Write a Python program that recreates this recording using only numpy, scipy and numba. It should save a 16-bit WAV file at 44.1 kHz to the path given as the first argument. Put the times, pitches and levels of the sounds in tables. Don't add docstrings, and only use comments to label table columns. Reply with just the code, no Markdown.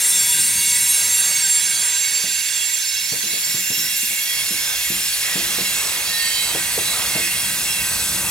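import sys
import numpy as np
from scipy import signal
from scipy.fft import rfft, irfft, next_fast_len
from scipy.io import wavfile
from scipy.ndimage import uniform_filter1d
from numba import njit

SR = 44100
rng = np.random.default_rng(int(sys.argv[2]) if len(sys.argv) > 2 else 0)


def master(y):
    cut = np.clip(np.atleast_2d(y).T, -1, 1)
    pcm = np.round(cut * 32767)
    wavfile.write(sys.argv[1], SR, pcm.astype(np.int16))


N = 366030
TIME = np.arange(N) / SR
STAGES_S = (1., 3.7, 6.8)


def undb(db):
    return 10 ** (np.asarray(db) / 20)


def unit(x):
    return x / np.sqrt(np.mean(x ** 2))


def automation(table):
    times, *columns = np.transpose(table)
    return [np.interp(TIME, times, column) for column in columns]


def staged(values):
    return np.interp(TIME, STAGES_S, values)


def on_hz(table, hz):
    freqs, values = np.transpose(table)
    return np.interp(np.log(hz + 1), np.log(freqs), values)


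def shape(x, gain):
    size = next_fast_len(N)
    return irfft(rfft(x, size) * gain(np.arange(size // 2 + 1) * SR / size), size)[..., :N]


def eq(x, table):
    return shape(x, lambda hz: undb(on_hz(table, hz)))


def split(x, edges_hz):
    lows = [shape(x, lambda hz: 1 / (1 + (hz / edge) ** 8)) for edge in edges_hz]
    return np.diff([0 * x] + lows + [x], axis=0)


def wander(rate_hz):
    hold = int(SR / rate_hz)
    steps = np.repeat(rng.standard_normal(N // hold + 1), hold)
    return 0.93 * uniform_filter1d(uniform_filter1d(steps, hold), hold)[:N]


@njit
def resonator(x, hz, width_hz):
    y = np.empty(len(x))
    band_state, low_state, tuning, damping = 0., 0., 0., 0.
    for i in range(len(x)):
        if i % 64 == 0:
            tuning, damping = np.tan(np.pi * hz[i] / SR), width_hz[i] / hz[i]
        band = (band_state + tuning * (x[i] - low_state)) / (1 + tuning * (tuning + damping))
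        band_state = 2 * band - band_state
        low_state += 2 * tuning * band
        y[i] = damping * band
    return y


def ring(x, modes):
    return sum(undb(db) * resonator(x, np.full(N, float(hz)), np.full(N, float(width)))
               for hz, width, db in modes)


def doppler(speed_m_s=4., nearest_s=3., nearest_m=10., sound_m_s=343.):
    along_m = speed_m_s * (TIME - nearest_s)
    return 1 - speed_m_s / sound_m_s * along_m / np.hypot(along_m, nearest_m)


WHEEL_HZ = [964.0, 1568.0, 1944.0, 2208.0, 2572.0, 2752.0, 3348.0, 3544.0, 3860.0, 3980.0, 4484.0, 5336.0,
            5452.0, 5728.0, 6052.0, 6268.0, 6420.0, 6900.0, 7200.0, 7388.0, 8116.0, 8364.0, 9032.0, 9336.0,
            9924.0, 10312.0, 10800.0, 11264.0, 11696.0, 12424.0]
# approaching level/dB, passing level/dB, receding level/dB
WHEEL_DB = [(-56, -50, -63), (-43.5, -43.5, -47.5), (-41, -43.5, -43), (-39.5, -35.5, -43),
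            (-41.5, -45, -43.5), (-38.5, -36, -39.5), (-43, -39, -45.5), (-38.5, -43.5, -50.5),
            (-37, -40.5, -59), (-42.5, -39.5, -44), (-35, -36.5, -42.5), (-41, -42.5, -51),
            (-37.5, -36.5, -42.5), (-42, -39, -59), (-41, -42, -49), (-41, -38, -57), (-34, -38.5, -42),
            (-54, -42, -70), (-40.5, -34, -44.5), (-31, -35.5, -43), (-33, -41.5, -39), (-31.5, -55, -42),
            (-32, -45, -38.5), (-28, -59, -43), (-34, -42.5, -39), (-35.5, -44, -46), (-39, -35.5, -41.5),
            (-33, -67, -43), (-59, -33.5, -48), (-55, -31.5, -42)]


def wheel_ring(glide, flicker_db=3.5, rub_db=(2.5, -2, 4), width_at_4k_hz=(40., 38., 55.)):
    tones = 0
    for hz, levels_db in zip(WHEEL_HZ, WHEEL_DB):
        width = staged(width_at_4k_hz) * (hz / 4000) ** 0.4
        mode = resonator(rng.standard_normal(N), hz * glide, width)
        mode /= np.sqrt(np.pi * width / SR)
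        tilt = (hz / 4000) ** 0.08
        tones += undb(staged(levels_db) + flicker_db * wander(14)) * tilt * mode
    return undb(staged(rub_db)) * shape(tones, lambda hz: hz ** 6 / (hz ** 6 + 1030. ** 6))


def fittings(count=220, lift_db=8., width_hz=45.):
    centres = rng.uniform(1500, 16000, count)
    heights = undb(lift_db * rng.random(count))
    grid = np.arange(0, SR / 2, 10.)
    comb = 1 + sum(height / (1 + (2 * (grid - centre) / width_hz) ** 2)
                   for centre, height in zip(centres, heights))
    return lambda hz: np.interp(hz, grid, comb)


# f/Hz, level/dB
HISS_EQ = [(1100, -23), (1500, -6), (1700, -0.5), (2300, -2.5), (3200, 0), (5000, -2), (9000, -1.5),
           (12000, 2), (14000, -3), (16000, -8)]
# t/s, level/dB below 5 kHz, level/dB at 5-10 kHz, level/dB above 10 kHz
HISS_FADERS = [(0.0, -27, -23, -24.5), (1.0, -26.5, -26.5, -25), (1.9, -25, -27, -31), (2.6, -27, -26, -32),
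               (3.0, -29, -30, -30), (3.75, -27.5, -28.5, -26), (4.3, -27, -27, -28),
               (5.45, -23.5, -24, -28), (6.3, -26.5, -26.5, -29), (7.2, -25, -25, -27),
               (8.3, -29.5, -23.5, -27)]


def flange_hiss(steel_colour, trim_db=-5.):
    hiss = shape(rng.standard_normal(N), lambda hz: undb(on_hz(HISS_EQ, hz)) * steel_colour(hz))
    bands = split(hiss, edges_hz=(5000, 10000))
    return sum(undb(db + trim_db) * unit(band) for db, band in zip(automation(HISS_FADERS), bands))


def chirps(count=150, length_s=(0.087, 0.25), lift_db=2.5, cap_db=-37., detune=0.004):
    cues = []
    for when, which, how_long, offset in rng.random((count, 4)):
        start, mode = when * N / SR, int(which * len(WHEEL_HZ))
        hz = WHEEL_HZ[mode] * (1 + detune * (2 * offset - 1))
        db = min(np.interp(start, STAGES_S, WHEEL_DB[mode]) + lift_db, cap_db)
        cues.append((start, np.interp(how_long, (0, 1), length_s), hz, db))
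    return cues


# t/s, length/s, f/Hz at rest, level/dB before trim and swell
SQUEAL_CUES = [(0.0, 0.17, 8365, -28), (0.0, 0.23, 9334, -24), (0.0, 0.35, 5452, -34),
               (0.0, 0.38, 7392, -22), (0.09, 0.1, 3543, -32), (0.12, 0.3, 3365, -35),
               (0.15, 0.2, 4486, -36), (0.68, 0.32, 5452, -34), (0.15, 0.58, 9033, -27),
               (0.33, 0.18, 8125, -30), (0.38, 0.12, 7392, -26), (0.4, 0.76, 8362, -27),
               (0.44, 0.3, 6419, -33), (0.47, 0.42, 2196, -34), (0.65, 0.11, 7395, -29),
               (0.73, 0.19, 9033, -29), (0.77, 0.26, 7389, -26), (0.83, 0.17, 11263, -30),
               (0.85, 0.34, 6421, -29), (0.89, 0.38, 4483, -35), (1.03, 0.28, 7389, -23),
               (1.1, 0.13, 11266, -32), (1.16, 0.38, 8362, -31), (1.19, 0.23, 6421, -28),
               (1.31, 0.28, 4486, -34), (1.31, 0.39, 7389, -22), (1.42, 0.26, 6421, -29),
               (1.44, 0.19, 9034, -28), (1.46, 0.41, 9332, -30), (1.63, 0.29, 9034, -32),
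               (1.68, 0.22, 6421, -33), (1.7, 0.4, 7389, -23), (1.84, 0.55, 6271, -34),
               (1.9, 0.32, 6421, -31), (2.0, 0.42, 4544, -36), (2.1, 0.16, 7389, -24),
               (2.26, 0.76, 7389, -27), (2.78, 0.36, 5337, -33), (2.81, 0.15, 4456, -34),
               (2.96, 0.35, 4456, -36), (3.02, 0.34, 7389, -34), (3.28, 0.59, 7393, -31),
               (3.4, 0.25, 5452, -35), (3.36, 0.36, 9333, -36), (3.65, 0.33, 5452, -33),
               (3.68, 0.52, 12417, -31), (3.78, 0.55, 9036, -36), (3.87, 0.36, 7393, -34),
               (3.29, 0.27, 9924, -38), (3.78, 0.4, 9935, -37), (3.86, 0.25, 10798, -36),
               (3.83, 0.37, 8130, -37), (2.4, 0.4, 4482, -36), (2.56, 0.42, 9094, -38),
               (4.36, 0.1, 10797, -36), (4.2, 0.25, 9921, -35), (4.21, 0.26, 3345, -36),
               (4.13, 0.38, 2742, -37), (4.33, 0.42, 9036, -37), (5.4, 0.45, 9025, -38),
               (5.45, 0.31, 3986, -36), (5.62, 0.09, 2737, -34), (6.96, 0.2, 4458, -36),
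               (4.25, 0.6, 5328, -35), (4.37, 0.34, 7202, -34), (4.78, 0.38, 7388, -36),
               (4.78, 0.48, 9060, -35), (5.2, 0.1, 9912, -34), (5.58, 0.33, 6906, -34),
               (5.66, 0.31, 8116, -35), (6.04, 0.5, 4588, -33), (6.05, 0.37, 4467, -35),
               (6.06, 0.19, 3982, -33), (6.08, 0.25, 1853, -33), (6.18, 0.32, 2172, -35),
               (6.2, 0.15, 7954, -35), (6.2, 0.4, 3138, -35), (6.25, 0.3, 3982, -32),
               (6.34, 0.47, 9072, -36), (6.55, 0.36, 8167, -35), (6.82, 0.18, 3974, -32),
               (7.03, 0.4, 2163, -36), (7.65, 0.6, 1571, -41), (7.65, 0.22, 2734, -35),
               (7.81, 0.4, 8108, -32)]


def squeals(glide, trim_db=-0.6, roughness=0.42, waver_hz=50., ramp_s=0.047, swell_db=5.5):
    out = np.zeros(N)
    waver = wander(waver_hz) + 1j * wander(waver_hz)
    glide_time = np.cumsum(glide) / SR
    for start, length, hz, db in SQUEAL_CUES + chirps():
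        end = start + length
        span = np.arange(int(max(start - ramp_s / 2, 0) * SR), min(int((end + ramp_s / 2) * SR), N))
        inside_s = np.minimum(TIME[span] - start, end - TIME[span])
        fade = np.clip(inside_s / ramp_s + 0.5, 0, 1)
        swell = undb(swell_db * (2 * inside_s / length - 0.5))
        own_waver = waver[(span + int(hz) * 997) % N]
        tone = (1 + roughness * own_waver) * np.exp(2j * np.pi * hz * glide_time[span])
        out[span] += np.sqrt(2) * undb(db + trim_db) * fade * swell * tone.real
    return out


# f/Hz, width/Hz, level/dB
BODY_MODES = [(128, 33, -2.5), (191.4, 14.5, 3), (265, 64, -2.5), (340.3, 8, 6.5)]
# f/Hz, level/dB
RUMBLE_EQ = [(15, -41), (25, -21), (64, 9), (118, -1), (193, -2.5), (279, -12.5), (336, -9.5), (400, -22),
             (520, -38), (880, -120)]
# f/Hz, level/dB
ROAR_EQ = [(150, -24), (300, -7), (500, -1), (900, -0.5), (1400, 1.5), (2200, -35), (4000, -44)]
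# t/s, thrum level/dB, rumble level/dB, roar level/dB
ROLL_FADERS = [(0.0, -56, -50, -45), (0.5, -52, -45.5, -43), (1.3, -59, -50, -43.5), (2.1, -56, -53.5, -46),
               (2.9, -61, -59, -52), (3.3, -61, -51.5, -48.5), (4.1, -62, -50.5, -48),
               (4.95, -49, -54, -43.5), (5.5, -51, -44.5, -39), (6.15, -55.5, -51.5, -39.5),
               (7.1, -47.5, -43.5, -37.5), (7.5, -46, -42.5, -39), (8.3, -42.5, -40, -39.5)]


def rolling(flutter_db=2.95):
    shake = eq(rng.standard_normal(N), RUMBLE_EQ)
    thrum, rumble = split(shake + 1.5 * ring(shake, BODY_MODES), edges_hz=[110])
    roar = eq(rng.standard_normal(N), ROAR_EQ)
    return sum(undb(db + flutter_db * wander(9)) * unit(layer)
               for db, layer in zip(automation(ROLL_FADERS), (thrum, rumble, roar)))


def rail_hum(glide, hz=965, width_hz=16, stage_db=(-48.5, -64, -50), drift_db=1.5):
    hum = resonator(rng.standard_normal(N), hz * glide, np.full(N, width_hz))
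    return undb(staged(stage_db) + drift_db * wander(3)) * unit(hum)


# f/Hz, width/Hz, level/dB
PANEL_MODES = [(434, 122, 11), (600, 140, 3), (740, 200, -34), (1010, 370, -20)]
# t/s, level/dB before boosts, thud f/Hz, panel send level/dB, rattle decay/s
KNOCK_CUES = [(2.237, -32, 178, -9, 0.28), (3.119, -28.5, 127, -7.5, 0.26), (3.236, -30, 207, -14, 0.22),
              (3.33, -32.5, 215, -8, 0.27), (3.544, -29.5, 135, -10, 0.22), (3.701, -27.5, 213, -10.5, 0.2),
              (3.775, -31.5, 221, -16, 0.17), (3.841, -33, 142, -16, 0.18), (4.03, -35, 213, -14, 0.18),
              (4.106, -36, 221, -9, 0.19), (4.507, -27, 213, -19, 0.29), (4.902, -21, 193, -28, 0.23),
              (5.355, -22.5, 190, -10, 0.26), (5.580, -23, 188, -10.5, 0.28),
              (6.547, -21.5, 434, -0.5, 0.11), (6.775, -21, 444, -2.5, 0.14), (7.151, -22, 600, -6.5, 0.27)]


def knocks(thud_cycles=8.3, thud_boost_db=5., rattle_boost_db=9., body_boost_db=6.5, attack_s=0.003):
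    thuds, body_send, panel_send = np.zeros((3, N))
    t = TIME[:int(0.4 * SR)]
    attack = np.sin(np.pi / 2 * np.minimum(t / attack_s, 1)) ** 2
    for start, db, hz, panel_db, rattle_s in KNOCK_CUES:
        thud_decay = undb(-60 * t * hz / thud_cycles)
        rattle_decay = undb(-60 * t / rattle_s)
        rattle = undb(db + rattle_boost_db) * attack * rattle_decay * rng.standard_normal(len(t))
        span = int(start * SR) + np.arange(len(t))
        thuds[span] += undb(db + thud_boost_db) * attack * thud_decay * np.sin(2 * np.pi * hz * t)
        body_send[span] += rattle
        panel_send[span] += undb(panel_db) * rattle
    body = shape(ring(body_send, BODY_MODES), lambda hz: 1 / (1 + (hz / 374.) ** 4))
    hopper = thuds + undb(body_boost_db) * body + ring(panel_send, PANEL_MODES)
    return shape(hopper, lambda hz: hz ** 4 / (hz ** 4 + 82. ** 4))


# t/s, left-over-right level/dB,
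# left phase lead/rad, treble left-over-right level/dB, spread level/dB
PAN_MOVES = [(0.0, -0.5, 0.23, 0, -6.5), (1.6, -3, 0.23, -3, -3), (2.3, -4, 0.51, -6.5, -2),
             (2.9, -5, 0.38, -4.5, 3), (3.35, -6.5, 0.53, 4, 5), (4.15, -6, 0.92, 2.5, 0.5),
             (5.2, -4, 1, 2.5, -0.5), (6.6, -5.5, 0.92, 2.5, 0), (8.3, -3, 1, 1.5, -5)]
# f/Hz, gain
PAN_DEPTH = [(100, .03), (300, 0.25), (700, 0.68), (1400, 1), (4000, 1.34), (7000, 0.77), (9500, 0.033),
             (15000, 0.013)]
# f/Hz, gain
TREBLE_PAN_DEPTH = [(6000, 0.01), (8500, 0.9), (11000, 1.25), (13000, 0.12), (16000, .1)]
# f/Hz, level/dB
SPREAD_EQ = [(60, -26), (250, -18), (600, -10), (1400, -8), (4000, -16.5), (8000, -2.5), (11000, -13),
             (15000, -82)]


def stereo_pass(mid, diffuse):
    pan_db, lead_rad, treble_db, spread_db = automation(PAN_MOVES)
    steer = np.tanh((np.log(undb(pan_db)) + 1j * lead_rad) / 2)
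    treble_steer = np.tanh(np.log(undb(treble_db)) / 2)
    in_phase = shape(mid, lambda hz: on_hz(PAN_DEPTH, hz))
    quarter_ahead = shape(mid, lambda hz: 1j * on_hz(PAN_DEPTH, hz))
    treble = shape(mid, lambda hz: on_hz(TREBLE_PAN_DEPTH, hz))
    spread = undb(spread_db) * eq(diffuse, SPREAD_EQ)
    side = spread + steer.real * in_phase + steer.imag * quarter_ahead + treble_steer * treble
    return np.array([mid + side, mid - side])


def scene():
    glide, steel_colour = doppler(), fittings()
    centre, diffuse = [wheel_ring(glide) + flange_hiss(steel_colour) + rolling() + rail_hum(glide)
                       for _ in range(2)]
    return stereo_pass(centre + knocks() + squeals(glide), diffuse)


def record(dry, ceiling=0.57, top_hz=15950):
    rounded = ceiling * np.tanh(dry / ceiling)
    return signal.sosfilt(signal.ellip(14, 0.2, 100, top_hz, fs=SR, output="sos"), rounded)


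dry = scene()
out = record(dry)
master(out)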